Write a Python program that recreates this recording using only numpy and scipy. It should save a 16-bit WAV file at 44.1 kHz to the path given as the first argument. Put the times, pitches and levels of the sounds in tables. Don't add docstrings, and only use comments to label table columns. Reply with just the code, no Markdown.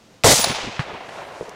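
import sys
import numpy as np
from scipy import signal
from scipy.fft import rfft, irfft, next_fast_len
from scipy.io import wavfile
from scipy.ndimage import map_coordinates

SR = 44100
rng = np.random.default_rng(int(sys.argv[2]) if len(sys.argv) > 2 else 0)


def transcribe(u):
    v = np.clip(np.atleast_2d(u).T, -1, 1)
    q = np.round(v * 32767).astype(np.int16)
    wavfile.write(sys.argv[1], SR, q)


N = 68355
TIME = np.arange(N) / SR
CRACK_S, BLAST_S, HIT_S = .2367, .2418, .7939

# frequency in Hz, relative level in dB.
AIR_SPECTRUM = [(25, -9), (60, -2.5), (220, 2), (380, -2.5), (520, -0.5), (750, -5.5), (1400, -11),
                (3300, -13), (6500, -16.5), (10000, -27), (16000, -36)]
# pitch ratio, relative level in dB.
WHISTLE_PARTIALS = [(1, -3), (0.89, -4), (.662, -5)]
# centre in seconds, level in dB, half width in seconds.
RUSTLE_STROKES = [(1.149, -53.5, 0.081), (1.41, -53, 0.068)]
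# frequency in Hz, relative level in dB.
RUSTLE_SPECTRUM = [(1000, -25), (4500, 0), (7000, -2.5), (10000, -9.5), (15000, -28)]
# start in seconds, gain in dB.
KNOCK_STRIKES = [(1.4098, -13), (1.4234, -24), (1.4264, -19.5), (1.4816, -24), (1.4858, -29)]
# frequency in Hz, relative level in dB, t60 in seconds.
HOLLOW_MODES = [(470, 0, 0.027), (586, -0.5, 0.012), (830, -6, .012), (174, -16.5, 0.06)]
# frequency in Hz, relative level in dB.
TICK_SPECTRUM = [(1000, -17), (4200, -15), (5600, 4), (7500, -6), (9500, -10), (11500, -21), (16000, -20)]
# frequency in Hz, relative level in dB.
ROLL_SPECTRUM = [(25, -11), (120, -2.5), (300, -9), (550, 3), (900, 3.5), (1400, -3.5), (2200, -1.5),
                 (4000, 3.5), (6500, 2.5), (10000, -7.5), (16000, -24)]
# frequency in Hz, t60 in seconds.
ROLL_DECAY = [(60, 1.6), (500, 1.66), (1000, 1.79), (2200, 1.86), (4000, 1.136), (7000, 0.87),
              (11000, 0.65), (16000, .55)]
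# time in seconds, level in dB.
SLOPE_SWELL = [(.6, -67), (0.898, -34.5), (1.05, -40), (1.18, -34.5), (1.3, -38.5), (1.418, -40),
               (1.55, -40)]
# frequency in Hz, relative level in dB.
SLOPE_SPECTRUM = [(30, -28), (60, -20), (120, -8.5), (200, -12), (450, -0.5), (750, 2), (1300, -6),
                  (2400, -11), (4000, -19.5), (8000, -36), (16000, -58)]
# start in seconds, level in dB.
SLOPE_RETURNS = [(0.58, -26.5), (1.004, -35), (1.083, -32.5), (1.18, -34.5), (1.316, -39)]
# start in seconds, level in dB, hold in seconds, low-pass in Hz.
BANK_ECHOES = [(0.386, -23.5, .012, 1500), (0.465, -28, 0.015, 800), (.496, -20.5, 0.015, 484),
               (0.515, -25.5, 0.01, 1210), (.632, -31, 0.017, 380), (0.661, -32, 0.033, 316),
               (0.867, -40.5, 0.019, 300), (.926, -37.5, 0.026, 418)]
# frequency in Hz, relative level in dB.
SPLAT_SPECTRUM = [(100, -6), (600, 2), (1800, 4.5), (3000, -7.5), (5000, -11.5), (9000, -27), (15000, -49)]
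# frequency in Hz, relative level in dB.
CLACK_SPECTRUM = [(100, -31), (380, -10), (690, 6), (1300, -13.5), (2000, -23), (3000, -17.5), (4300, -1.5),
                  (5500, -14.5), (8000, -16), (15000, -31)]
# frequency in Hz, relative level in dB, t60 and rise in seconds.
STEEL_MODES = [(9740, 1.5, 0.41, .014), (14440, -11, .19, .008), (15055, -3.5, 0.3, .0005)]
# frequency in Hz, relative level in dB.
CRACK_SPECTRUM = [(200, -13), (1000, -7), (3500, 3.5), (8000, -6.5), (11000, -16), (16000, -30)]
# frequency in Hz, relative level in dB.
TREE_SPECTRUM = [(200, -9), (1000, -6), (2000, -2.5), (3000, -3.5), (6000, -1.5), (11000, -11.5),
                 (16000, -16)]
# frequency in Hz, relative level in dB.
BOOM_SPECTRUM = [(25, -23), (60, -2), (115, 4.5), (240, -6.5), (480, 1.5), (780, -2), (1300, -12),
                 (1750, -14), (2000, -6), (2400, -17.5), (4000, -11.5), (12000, -58)]
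# frequency in Hz, relative level in dB.
SPRAY_SPECTRUM = [(100, -21), (1300, -18), (2000, -3), (2600, -9), (4000, -1), (6500, 2.5), (9000, -2),
                  (12000, -12), (16000, -20)]
# frequency in Hz, relative level in dB.
BARK_SPECTRUM = [(100, -17), (350, -4.5), (550, 0.5), (850, -0.5), (1300, -16), (4000, -33), (16000, -60)]


def amp(db):
    return 10 ** (np.asarray(db) / 20)


def unit(x):
    return x / np.sqrt(np.mean(x ** 2) + 1e-20)


def along(points, hz):
    freqs, values = np.transpose(points)
    return np.interp(np.log(hz + 1), np.log(freqs + 1), values)


def since(start):
    return np.maximum(TIME - start, 0)


def filtered(x, response):
    size = next_fast_len(N + 8192)
    return irfft(rfft(x, size) * response(np.fft.rfftfreq(size, 1 / SR)), size)[:N]


def noise(spectrum):
    return unit(filtered(rng.standard_normal(N), lambda hz: amp(along(spectrum, hz))))


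def wobble(rate):
    return map_coordinates(rng.standard_normal(2048), [TIME * rate], mode="wrap")


def decay(start, t60):
    return np.exp(-np.log(1000) * since(start) / t60)


def burst(start, rise, t60, hold=0):
    return (1 - np.exp(-since(start) / rise)) * decay(start + hold, t60)


def ring(start, hz, rise, t60):
    return burst(start, rise, t60) * np.sin(2 * np.pi * hz * since(start))


def open_air():
    return amp(-52 + .6 * wobble(41.6)) * noise(AIR_SPECTRUM)


def whistle():
    centre_s, half_width_s, peak_hz = 1.268, .05, 14500
    arch = np.exp(-((TIME - centre_s) / half_width_s) ** 2 / 4)
    pitch_hz = peak_hz * (1 - .26 * (1 - arch) + .005 * wobble(900))
    phase = 2 * np.pi * np.cumsum(pitch_hz) / SR
    partials = sum(amp(-65 + db + 3 * wobble(60)) * np.sin(ratio * phase)
                   for ratio, db in WHISTLE_PARTIALS)
    return arch ** 2 * partials


def handling():
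    knocks = sum(amp(strike_db + mode_db) * ring(start, hz, rise=.0011, t60=t60)
                 for start, strike_db in KNOCK_STRIKES for hz, mode_db, t60 in HOLLOW_MODES)
    strokes = sum(amp(db) * np.exp(-((TIME - centre) / half_width) ** 2 / 2)
                  for centre, db, half_width in RUSTLE_STROKES)
    tick = amp(-29.5) * burst(1.4938, rise=.00022, t60=.0081) * noise(TICK_SPECTRUM)
    return knocks + strokes * noise(RUSTLE_SPECTRUM) + tick


def rolling_report():
    hz, frame_s, bands = signal.stft(noise(ROLL_SPECTRUM), SR, nperseg=256)
    fade = np.exp(-np.log(1000) * np.maximum(frame_s - BLAST_S, 0) / along(ROLL_DECAY, hz)[:, None])
    scatter = signal.istft(bands * fade, SR, nperseg=256)[1][:N]
    near = amp(-11.5) * scatter * (1 - np.exp(-since(BLAST_S) / .11))
    swell_db = np.interp(TIME, *np.transpose(SLOPE_SWELL), left=-120)
    far = amp(swell_db) * noise(SLOPE_SPECTRUM)
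    pulses = sum(amp(db) * burst(start, rise=.0028, hold=.0094, t60=.046) for start, db in SLOPE_RETURNS)
    out = pulses * noise(SLOPE_SPECTRUM)
    for layer in (near, far):
        flutter_db = 1.22 * (wobble(44.89) + wobble(400))
        out += layer * amp(flutter_db)
    return out


def bank_echoes():
    low_cut_hz = 61.6
    out = np.zeros(N)
    for start, db, hold, top_hz in BANK_ECHOES:
        white = rng.standard_normal(N)
        dull = filtered(white, lambda hz: hz / np.hypot(hz, low_cut_hz) / (1 + (hz / top_hz) ** 2))
        out += amp(db) * burst(start, rise=.0028, hold=hold, t60=.033) * unit(dull)
    return out


def bullet_hit():
    slap_width_s = .0001
    widths = (TIME - HIT_S - slap_width_s) / slap_width_s
    slap = -amp(-9) * widths * np.exp((1 - widths ** 2) / 2)
    thud = amp(-2) * ring(HIT_S, hz=134.3, rise=.0057, t60=.038)
    splat = amp(-23.5) * burst(HIT_S, rise=.00021, t60=.17) * noise(SPLAT_SPECTRUM)
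    return slap - thud + splat


def rifle_action():
    clack = amp(-7.5) * burst(.4417, rise=.0003, hold=.0037, t60=.017) * noise(CLACK_SPECTRUM)
    drift_hz, flutter_db = 16, 3.5
    steel = np.zeros(N)
    for hz, db, t60, rise in STEEL_MODES:
        phase = 2 * np.pi * np.cumsum(hz + drift_hz * wobble(70)) / SR
        level = amp(-22.5 + db + flutter_db * wobble(70))
        steel += level * burst(.391, rise, t60) * np.sin(phase)
    return clack + steel * decay(.534, t60=.25)


def bullet_crack():
    direct = amp(-8) * burst(CRACK_S, rise=.0008, hold=.0008, t60=.01) * noise(CRACK_SPECTRUM)
    trees = amp(-11.5) * burst(.3125, rise=.0014, hold=.0081, t60=.033) * noise(TREE_SPECTRUM)
    return direct + trees


def muzzle_blast():
    front = amp(1) * ring(BLAST_S, hz=612, rise=.00076, t60=.026)
    boom_db = -7.5 - 86 * since(BLAST_S)
    boom = amp(boom_db) * burst(BLAST_S, rise=.00067, hold=.094, t60=.05) * noise(BOOM_SPECTRUM)
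    spray_db = -13 - 107 * since(BLAST_S + .076) + 1.4 * wobble(300)
    spray = amp(spray_db) * burst(BLAST_S, rise=.00067, hold=.177, t60=.037) * noise(SPRAY_SPECTRUM)
    bark = amp(-10.5) * burst(BLAST_S, rise=.0008, hold=.012, t60=.087) * noise(BARK_SPECTRUM)
    return front + bark + boom + spray


def scene():
    air = open_air()
    shot = bullet_crack() + muzzle_blast() + rifle_action()
    distance = rolling_report() + bank_echoes() + bullet_hit()
    return (air + shot + distance + handling() + whistle())[None]


def record(dry):
    ceiling, knee, top_hz = .68, 3.2, 15900
    clipped = dry[0] / (1 + np.abs(dry[0] / ceiling) ** knee) ** (1 / knee)
    return filtered(clipped, lambda hz: 1 / (1 + (hz / top_hz) ** 160))[None]


dry = scene()
out = record(dry)
transcribe(out)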